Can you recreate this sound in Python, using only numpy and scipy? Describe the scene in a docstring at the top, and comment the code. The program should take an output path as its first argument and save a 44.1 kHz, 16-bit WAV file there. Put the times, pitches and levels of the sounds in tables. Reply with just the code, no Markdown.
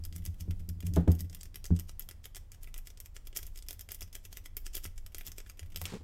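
"""A thin steel pick is raked in and out of a hand-held padlock, about nine strokes a second, close to the microphone.
Each snapping pin is a noise burst and a click that ring steel tones and jolt the case; lighter pins chatter after it.
Scraping and grating are grains of noise; the table top and a small room throw the lock's sounds back.
The hands bump the table, whose decaying modes boom through the microphone stand; a rub of noise ends the raking.
Coloured noise and a sine make the low rumble, hiss and hum underneath."""
import sys
import numpy as np
from scipy import signal
from scipy.fft import rfft, irfft
from scipy.io import wavfile
from scipy.ndimage import uniform_filter1d

SR = 44100
rng = np.random.default_rng(int(sys.argv[2]) if len(sys.argv) > 2 else 0)


def materialize(psi):
    """Save the field psi as 16-bit PCM at rate SR to the path in sys.argv[1].

    A 1-D psi becomes a single channel; in a 2-D psi each row is a channel.
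    """
    bounded = np.clip(np.atleast_2d(psi).T, -1, 1)
    quanta = np.round(bounded * 32767).astype(np.int16)
    wavfile.write(sys.argv[1], SR, quanta)


N = 266055
TIME = np.arange(N) / SR

# Pins that snap clearly. Each row: time in seconds, level in dB, tilt of the body (below 2.6 kHz) in dB,
# tilt of the edge (above 11.5 kHz) in dB; raking() offsets both tilts.
PINS = [(0.0384, -50, -13, -12), (0.0512, -42.5, -8.5, 5.5), (0.126, -52, -6.5, -8), (0.1623, -43, -6.5, 7),
        (0.181, -53.5, -1, 4), (0.2526, -41.5, -4, 8.5), (0.2622, -41.5, -7, 2.5), (0.408, -45.5, -9, -3.5),
        (0.5087, -47.5, 4.5, 1), (0.5951, -62, -2, 2), (0.6901, -43, -9.5, 6.5), (0.8051, -48, -1, 4),
        (0.826, -55, 7, -5), (0.8676, -42, -4.5, 4), (0.9372, -45, -7, 4), (0.9614, -41.5, -2.5, 2.5),
        (1.079, -51.5, 0, -7), (1.1176, -40.5, -11.5, 7), (1.1518, -50, -5, 9), (1.1927, -50.5, -14, -3),
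        (1.2065, -39.5, -10, 6.5), (1.298, -53, -12, -6), (1.3293, -53, -2, -5), (1.348, -43.5, -3.5, 7),
        (1.411, -46, -12.5, -12), (1.432, -45.5, -9, -0.5), (1.455, -53.5, 0, -4), (1.544, -50, -2, -4),
        (1.5576, -41.5, -1, 6.5), (1.6427, -44.5, -6, -5), (1.6548, -43.5, -5, 0), (1.6633, -45.5, -14, -2),
        (1.7636, -50, -6, -7), (1.7908, -48.5, 0, -0.5), (1.7967, -40, -6.5, 6), (1.8938, -47, -3, -6),
        (1.9953, -35, -5, 13), (2.0214, -51.5, -12, -3), (2.0888, -43, -0.5, 4), (2.1114, -47, -2, -1),
        (2.242, -51.5, -5, -10), (2.2557, -43.5, 1, 8.5), (2.348, -47.5, -8, -7), (2.358, -45, -9.5, -3),
        (2.3669, -44, -4.5, 0), (2.5185, -49.5, -10.5, -3), (2.546, -58, -2, -2), (2.6328, -48, -8, 6),
        (2.674, -53, 13.5, 7), (2.7423, -45.5, -2.5, 1), (2.7628, -53.5, 12, 0), (2.7789, -43.5, -12, 10.5),
        (2.8717, -45.5, -3, 1.5), (2.9026, -53.5, -4.5, -7), (2.9739, -54, -4, -6), (3.0021, -43, -8, 6.5),
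        (3.0594, -48.5, -1, 2.5), (3.1655, -45.5, 0.5, -7), (3.2713, -46.5, -1, 5.5),
        (3.3285, -55.5, 9, -10), (3.364, -37, -4, 4.5), (3.3715, -30.5, -16, 5), (3.4298, -45.5, -6, 0),
        (3.4672, -46, -15, 6.5), (3.5585, -51, -5, -4), (3.5745, -47, -9, 2), (3.5888, -50.5, -5, -1),
        (3.6243, -50.5, -8, -4), (3.6856, -39, -5, 2.5), (3.7079, -39, -4, 5), (3.7299, -45, -1, 11),
        (3.7936, -46, -3, 3), (3.81, -42.5, -7, 5), (3.8893, -46.5, 3, 1), (3.9075, -50, -1, -14),
        (3.9188, -37, -8, 5.5), (3.946, -42, -16, 6), (4.0086, -43.5, -4, 4.5), (4.019, -43.5, 3.5, 4.5),
        (4.0264, -44, -27, -7), (4.1284, -50.5, -4.5, 0), (4.153, -40, -4.5, 2), (4.2518, -47, -1.5, 2),
        (4.328, -46.5, -6, -3), (4.3713, -41.5, 1.5, 6.5), (4.459, -45, -1, 0), (4.5685, -34, -4, 14),
        (4.6584, -53, -7, -6), (4.6656, -41.5, -3, -3), (4.7357, -51, -10, -9), (4.7529, -34.5, -8, 6.5),
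        (4.7684, -38, 0, 5.5), (4.7772, -43, -14, 9), (4.843, -42, -20, 5), (4.8526, -42.5, 12, 1),
        (4.86, -44.5, -28, 0), (4.9791, -49.5, -5, -5), (5.0635, -47.5, -0.5, 5.5),
        (5.1466, -40.5, -2.5, -2.5), (5.1683, -55, -1, -1), (5.1832, -41, 4.5, 12.5),
        (5.2103, -46.5, 12, 8), (5.2667, -40.5, -4, 10), (5.274, -43.5, -3, -1), (5.2812, -45, -3, 6),
        (5.3184, -45.5, -7.5, -2), (5.3826, -42, -2.5, -2.5), (5.4028, -49.5, 2, -8), (5.4629, -56, 9, -16),
        (5.498, -46, 1.5, 1.5), (5.5941, -44, -2.5, -6), (5.63, -55, 9, -2), (5.7209, -58, 6, -2),
        (5.7456, -57, 6, 0), (5.7606, -35.5, -6, 2.5), (5.7728, -42, -2, 6), (5.8156, -37.5, 1, 11),
        (5.8405, -47, 0, 16), (5.8547, -34.5, -3.5, -8)]
# Colour of a tick before its tilt. Each row: frequency in Hz, filter gain in dB.
TICK_COLOUR = [(100, -19), (400, 4), (950, -11.5), (1500, -4), (2000, 1.5), (2600, 0.5), (3250, 4.5),
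               (4200, -4.5), (5000, 4), (8000, 2.5), (10400, 1.5), (12200, 7), (14000, 5.5), (15500, -3.5)]


def gain_of(db):
    """Decibels to amplitude."""
    return 10 ** (np.asarray(db) / 20)


def evened(x):
    """Scales to rms 1."""
    return x / np.sqrt(np.mean(x ** 2) + 1e-20)


def read(points, hz):
    """Interpolates a dB spectrum on a log-frequency axis."""
    f, value = np.transpose(points)
    return np.interp(np.log(hz + 1), np.log(f + 1), value)


def level(rows):
    """A curve of (s, dB) as a gain for every sample."""
    return gain_of(np.interp(TIME, *np.transpose(rows)))


def add(mix, s, sound):
    """Mixes a sound in at time s."""
    part = mix[max(round(s * SR), 0):][:len(sound)]
    part += sound[:len(part)]


def coloured(x, db):
    """Filters a full-length signal by a gain in dB per rfft bin, then scales it to rms 1."""
    return evened(irfft(rfft(x) * gain_of(db), N))


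def noise(spectrum):
    """Steady noise of a given colour, rms 1."""
    return coloured(rng.standard_normal(N), read(spectrum, np.fft.rfftfreq(N, 1 / SR)))


def sparse_grains(grains_per_s):
    """Impulses of random size at random times."""
    return rng.standard_normal(N) * (rng.random(N) < grains_per_s / SR)


def causal(x, db):
    """Minimum-phase filter (dB per rfft bin): colours a short sound without blurring its attack."""
    log_gain = np.log(gain_of(np.r_[db, db[-2:0:-1]]))
    response = np.exp(np.conj(signal.hilbert(log_gain)))[:len(db)]
    return irfft(rfft(x) * response)


def swell(start_s, attack_s, hold_s, release_s):
    """An envelope that rises linearly, holds and dies away exponentially."""
    rise = np.clip((TIME - start_s) / attack_s, 0, 1)
    return rise * np.exp(-np.maximum(TIME - start_s - attack_s - hold_s, 0) / release_s)


def wander(max_hz, count=20):
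    """Slow irregular drift of rms 1: sines of random phase, none faster than max_hz."""
    hz = max_hz * np.geomspace(.1, 1, count)[:, None]
    return evened(np.sin(2 * np.pi * (hz * TIME + rng.random(hz.shape))).sum(0))


def background(rumble_swell_db=2.5, swells_per_s=5, floor_db=-55.5, waver_db=1, wavers_per_s=9, hum_hz=120.7):
    """Building rumble as swelling low noise, a faint wavering hiss and mains hum as one sine."""
    # Deep rumble. Each row: time in seconds, level in dB.
    rumble_db = [(0, -41), (1.1, -48.5), (1.8, -45.5), (2.8, -50), (3.3, -44), (3.9, -50), (4.3, -47.5),
                 (4.9, -46), (6.03, -49)]
    # Colour of the rumble. Each row: frequency in Hz, filter gain in dB.
    rumble_colour = [(6, -21), (18, -1), (25.5, 4), (33, -15.5), (48, -7.5), (100, -47), (300, -62.5)]
    # Colour of the still room. Each row: frequency in Hz, filter gain in dB.
    floor_colour = [(15, -20), (42, -9.5), (62, -9), (86, -7.5), (96, -9.5), (108, -26), (150, -26.5),
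                    (350, -36), (750, -41), (1500, -48.5), (4000, -55.5), (9000, -60), (16000, -91)]
    # Hum. Each row: time in seconds, peak level in dB.
    hum_db = [(0, -65), (2.5, -65.5), (6, -84)]
    rumble_swell = gain_of(rumble_swell_db * wander(swells_per_s))
    rumble = level(rumble_db) * rumble_swell * noise(rumble_colour)
    hiss = gain_of(floor_db + waver_db * wander(wavers_per_s)) * noise(floor_colour)
    hum = level(hum_db) * np.sin(2 * np.pi * hum_hz * TIME)
    return rumble + hiss + hum


def table_ring(hardness_hz, lowest_db, rise_cycles=0.99, linger_db=-25, linger_t60_s=0.6, null_hz=127, null_q=1.76):
    """The table's answer to one blow: each mode swells over its first cycles; a soft blow leaves the upper ones still."""
    # Modes of table and stand. Each row: frequency in Hz, relative level in dB, main decay t60 in seconds.
    modes = [(85.25, 13.5, 0.12), (169.9, 4, 0.14), (235.5, -7.5, 0.071), (297.6, -6, 0.074),
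             (389, -12.5, 0.06), (493, -17, 0.12), (649, -10, 0.056), (728, -29, 0.21), (837, -14.5, 0.074),
             (1070, -17, 0.07), (1217, -14, 0.071), (1486, -1, 0.055)]
    t = np.arange(SR // 2) / SR
    out = np.zeros(len(t))
    for k, (hz, db, t60) in enumerate(modes):
        reach = 1 / np.sqrt(1 + (hz / hardness_hz) ** 8)
        rise = (1 - np.exp(-t * hz / rise_cycles)) ** 2
        linger = gain_of(linger_db - 60 * t / linger_t60_s) / (k + 1)  # strongest in the deepest modes
        fade = gain_of(-60 * t / t60) + linger
        strength = reach * gain_of(db + lowest_db * (k == 0))
        out += strength * rise * fade * np.sin(2 * np.pi * hz * t)
    # between the two deepest modes their motions cancel
    return signal.lfilter(*signal.iirnotch(null_hz, null_q, SR), out)


def shifting(nudges_per_s=160, hardness_hz=400, lowest_db=2.5):
    """Many small nudges of the hands keep the table's modes murmuring."""
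    # Hands shifting, which rest while the raking is steady. Each row: time in seconds, level in dB.
    shifting_db = [(0, -47.5), (.7, -45), (1.05, -34), (1.3, -46), (1.62, -58.5), (1.85, -58.5),
                   (2.3, -74.5), (5.5, -64), (5.9, -48), (6.03, -54)]
    nudges = sparse_grains(nudges_per_s)
    murmur = signal.oaconvolve(nudges, table_ring(hardness_hz, lowest_db))[:N]
    return level(shifting_db) * evened(murmur)


def bumps(push_db=-6, knock_db=-15, knock_s=0.031, rattle_s=0.036, crack_db=6, crack_s=0.0051, size=8192):
    """Hands knock on the table: a sharp push, a dull thud and the boom of its modes; hard knocks crack and rattle more."""
    # Each row: time in seconds, level in dB, hardness as the corner in Hz above which modes stay still,
    # extra level of the lowest mode in dB.
    blows = [(.002, -37.5, 130, 0.5), (.147, -42, 290, -2), (0.271, -37, 167, 9), (.402, -46.5, 197, 12),
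             (0.479, -31.5, 298, 5.5), (.686, -35.5, 227, 0), (.834, -30, 240, -2), (.888, -34, 139, 6.5),
             (0.9658, -13.5, 730, -7.5), (1.076, -14.5, 626, 1), (1.196, -39, 250, -1),
             (1.7056, -15.5, 275, -2), (4.019, -52.5, 200, 11), (4.851, -50.5, 420, 10.5),
             (5.273, -51, 395, 7), (5.614, -54.5, 149, 16), (5.812, -53, 350, 14)]
    base_rattle_db, base_hardness_hz, rattle_db_per_octave = -34.5, 597, 10.5
    t, hz = np.arange(size) / SR, np.fft.rfftfreq(size, 1 / SR)
    rattle_colour = read([(200, -21), (800, 7), (1100, -6.0), (1500, -4.5), (2400, -15.0), (5000, -23),
                          (9000, -34)], hz)
    thud_colour = read([(130, -24.5), (240, -0.5), (420, -2.0), (800, -5.5)], hz)
    onset = (1 - np.exp(-t / 0.00037)) ** 2
    shake = np.exp(-t / rattle_s) + gain_of(crack_db) * np.exp(-t / crack_s)
    out = np.zeros(N)
    for s, db, hardness_hz, lowest_db in blows:
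        rattle_db = base_rattle_db + rattle_db_per_octave * np.log2(hardness_hz / base_hardness_hz)
        softness = -10 * np.log10(1 + (hz / (0.48 * hardness_hz)) ** 7)
        dull = np.maximum(softness + thud_colour, -90)
        push = causal(1. * (t == 0), dull)
        thud = evened(causal(rng.standard_normal(size), dull)) * np.exp(-t / knock_s)
        rattle = evened(causal(rng.standard_normal(size), rattle_colour)) * shake
        contact = (gain_of(knock_db) * thud + gain_of(rattle_db) * rattle) * onset
        add(out, s, gain_of(db) * table_ring(hardness_hz, lowest_db))
        add(out, s, gain_of(db) * (contact + gain_of(push_db) * push / abs(push).max()))
    return out


def rub(slip_db=1.5, grains_per_s=7000, slide_db=-53.5, drag_attack_s=0.0031, drag_release_s=0.012,
        knock_s=0.013, size=2048):
    """The pick slides in fine grains while the fingers drag in uneven slips and catch a few times."""
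    # Hiss of the sliding pick. Each row: frequency in Hz, filter gain in dB.
    hiss_colour = [(300, -12), (1000, 2.5), (2500, 2.5), (7500, -4), (10000, -11), (16000, -23)]
    # Colour of the dragging fingers. Each row: frequency in Hz, filter gain in dB.
    drag_colour = [(60, -27), (135, -2), (185, 3.5), (250, -5), (335, -11.5), (450, -0.5), (650, -24.5),
                   (950, -15.5), (2000, -55), (6000, -50)]
    # Fingers dragging over the case. Each row: start in seconds, hold in seconds, level in dB.
    drags = [(5.83, 0.07, -56), (5.919, 0.042, -44), (6.005, 0.0069, -58)]
    # Fingers catching on the case. Each row: time in seconds, level in dB.
    catches = [(5.924, -50), (5.9378, -36.5), (6.013, -57)]
    t, hz = np.arange(size) / SR, np.fft.rfftfreq(size, 1 / SR)
    click = 1. * (t == 0)
    grains = sparse_grains(grains_per_s)
    hiss = evened(signal.oaconvolve(grains, causal(click, read(hiss_colour, hz)))[:N])
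    slips = gain_of(slip_db * evened(uniform_filter1d(rng.standard_normal(N), 120)))
    slide = gain_of(slide_db) * swell(5.825, attack_s=0.036, hold_s=0.089, release_s=0.033)
    drag = sum(gain_of(db) * swell(s, drag_attack_s, hold_s, drag_release_s) for s, hold_s, db in drags)
    out = slips * (slide * hiss + drag * noise(drag_colour))
    knock = causal(click, read(drag_colour, hz)) * np.exp(-t / knock_s)
    for s, db in catches:
        add(out, s, gain_of(db) * knock / knock[:SR // 250].std())
    return out


def stop(stop_s=5.8145, stop_db=-44.5, pitch_hz=680, width_octaves=0.64, decay_s=0.0037):
    """The pick bottoms out just before the last slide: one short hollow knock of the case, a band of noise."""
    octaves = np.log2((np.fft.rfftfreq(N, 1 / SR) + 1) / pitch_hz)
    band = np.exp(-.5 * (octaves / width_octaves) ** 2)
    hollow = evened(irfft(rfft(rng.standard_normal(N)) * band, N))
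    return gain_of(stop_db) * swell(stop_s, 0.00043, 0.00089, decay_s) * hollow


def riding(ride_share=0.38, ride_db=-12, build_s=0.013, grains_per_s=2000, edge_db=-4, size=1024):
    """Before some snaps the pick scrapes up the pin: fine grains that swell until it lets go."""
    effort = np.zeros(N)
    ramp = np.exp(-np.arange(size)[::-1] / SR / build_s)
    for (s, db, _, _), chance in zip(PINS, rng.random(len(PINS))):
        if chance < ride_share:
            add(effort, s - size / SR, gain_of(db + ride_db) * ramp)
    grains = sparse_grains(grains_per_s)
    hz = np.fft.rfftfreq(N, 1 / SR)
    colour = read(TICK_COLOUR, hz) + read([(8000, 0), (11500, edge_db)], hz)
    return effort * coloured(grains, colour)


def grating(ticks, grate_db=-19, grains_per_s=500, stroke_s=0.0052, grain_s=0.0023, size=256):
    """After each pin the pick slides on and grates along the keyway in tiny grains."""
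    keep = np.exp(-1 / (stroke_s * SR))
    effort = np.sqrt(signal.lfilter([1 - keep], [1, -keep], ticks ** 2))  # follows the ticks' energy
    grains = sparse_grains(grains_per_s)
    grain = rng.standard_normal(size) * np.exp(-np.arange(size) / SR / grain_s)
    rough = signal.oaconvolve(grains, grain)[:N]
    return gain_of(grate_db) * effort * coloured(rough, read(TICK_COLOUR, np.fft.rfftfreq(N, 1 / SR)))


def tick(body_db, edge_db, contact_ms, snap_s=0.00067, body_s=0.0053, dense_db=-10, scrape_db=-11,
         impact=0.73, ring_db=-26, size=8192):
    """One pin: an impact and a short scrape excite the crowded modes of the lock and a few longer steel tones."""
    # Ringing of lock, pick and tension wrench. Each row: frequency in Hz, relative level in dB, t60 in seconds.
    steel = [(2005, -2, .08), (2240, -4, .07), (3230, -3, .04), (4830, -6, .07), (5065, -4, .06),
             (5403, -1, .09), (6105, -4, .08), (6690, -6, .04), (7420, -6, .06), (7630, -6, .06),
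             (8600, -7, .06), (8840, -7, .06), (11930, -3, .07), (12067, -2, .08), (12200, -2, .08),
             (13000, -3, .05)]
    t, hz = np.arange(size) / SR, np.fft.rfftfreq(size, 1 / SR)
    contact_s = max(contact_ms, .05) / 1000
    scrape = t / contact_s * np.exp(1 - t / contact_s)
    dense = np.exp(-t / body_s)
    strike = np.exp(-t / snap_s) + gain_of(scrape_db) * scrape + gain_of(dense_db) * dense
    sound = strike * rng.standard_normal(size) + impact * (t == 0)
    f, db, t60 = np.transpose(steel)[:, :, None]
    # the point of contact changes, so every tick favours other tones
    share, phase = rng.rayleigh(.5, f.shape), rng.random(f.shape)
    tones = share * gain_of(db - 60 * t / t60) * np.sin(2 * np.pi * (f * t + phase))
    ring = tones.sum(0)
    tilt = read([(2600, body_db), (5000, 0.02), (8000, 0), (11500, edge_db)], hz)
    sound = causal(sound + gain_of(ring_db) * ring, read(TICK_COLOUR, hz) + tilt)
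    return sound / np.sqrt(np.mean(sound[:SR // 250] ** 2))  # rms 1 over the first 4 ms


def tripped_pins(chatter_db=-16.5, chatter_spread_db=3.5, chatter_gap_s=.005, chatter_lag_scale_s=.009,
                 strays_per_s=4, stray_db=-63):
    """Every snapping pin, after it a lighter one that the same stroke brushes, and a few loose ones in between."""
    light_body_db, light_edge_db = 3.5, 4  # tilts of a light touch
    pins = list(PINS)
    for (s, db, _, _), (wait, force) in zip(PINS, rng.standard_normal((len(PINS), 2))):
        later_s = s + chatter_gap_s + chatter_lag_scale_s * abs(wait)
        pins.append((later_s, db + chatter_db + chatter_spread_db * force, light_body_db, light_edge_db))
    loose = (rng.random(N) < strays_per_s / SR) & (TIME < PINS[-1][0])
    for s in TIME[loose]:
        pins.append((s, stray_db, light_body_db, light_edge_db))
    return pins


def raking(body_db=3.0, edge_db=-4.5, clunk_db=-19, clunk_s=0.01, size=2048):
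    """All the pins that the pick trips; each also jolts the lock's case, a dull clunk damped by the hand."""
    # a hard snap is over at once, a light touch scrapes: contact doubles for each doubling_db of fall
    mid_contact_ms, mid_level_db, doubling_db = 0.27, -37, 7
    contact_spread = 0.53  # natural log
    out, t = np.zeros(N), np.arange(size) / SR
    case_colour = read([(100, 12), (350, -37.0), (600, 3.5), (950, -2.5), (1400, 7.0), (2500, -40),
                        (8000, -29)], np.fft.rfftfreq(size, 1 / SR))
    clunk_envelope = np.exp(-t / clunk_s) * (1 - np.exp(-t / 0.00011))
    for s, db, body, edge in tripped_pins():
        scatter = np.exp(contact_spread * rng.standard_normal())
        contact_ms = mid_contact_ms * 2 ** ((mid_level_db - db) / doubling_db) * scatter
        clunk = evened(causal(rng.standard_normal(size), case_colour)) * clunk_envelope
        add(out, s, gain_of(db) * tick(body + body_db, edge + edge_db, contact_ms))
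        add(out, s, gain_of(db + clunk_db + (body - max(edge, 0)) / 2) * clunk)
    return out


def room(x, tail_db=-13.5, onset_s=0.00058, sway_s=.00012, sway_hz=1.3):
    """A few close reflections with swaying delays, then a faint short tail of decaying noise."""
    # Nearby surfaces. Each row: mean delay in seconds, level in dB.
    echoes = [(.00295, -11), (.0041, -19.5), (.0055, -13.5), (.0098, -30), (0.011, -17.5)]
    # Decay of the tail. Each row: frequency in Hz, t60 in seconds.
    room_t60 = [(200, 0.23), (2000, 0.34), (6000, 0.27), (16000, 0.2)]
    t = np.arange(SR // 2) / SR
    hz, at, z = signal.stft(rng.standard_normal(len(t)), SR, nperseg=256)
    decay = gain_of(-60 * at / read(room_t60, hz)[:, None])
    tail = signal.istft(z * decay, SR, nperseg=256)[1][:len(t)]
    tail = tail * (1 - np.exp(-t / onset_s)) ** 2
    out = x + gain_of(tail_db) * signal.fftconvolve(x, tail / np.linalg.norm(tail))[:N]
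    for delay_s, db in echoes:
        # the hands move, so the paths change
        sway = sway_s * np.sin(2 * np.pi * (sway_hz * TIME + rng.random()))
        source = np.round((TIME - delay_s - sway) * SR).astype(int)
        out = out + gain_of(db) * x[np.clip(source, 0, N - 1)]
    return out


def scene():
    """Lock sounds pass through the room; the rub, the table's boom and the background reach the microphone directly."""
    around = rub() + bumps() + shifting() + background()
    scrapes, ticks = riding(), raking()
    lock = scrapes + ticks + grating(ticks) + stop()
    return (room(lock) + around)[None]


def record(dry, edge_hz=16000):
    """The recorder's band limit, a linear-phase low-pass."""
    lowpass = signal.firwin(255, edge_hz, window=("kaiser", 9), fs=SR)
    return signal.oaconvolve(dry, lowpass[None], "same")


dry = scene()
out = record(dry)
materialize(out)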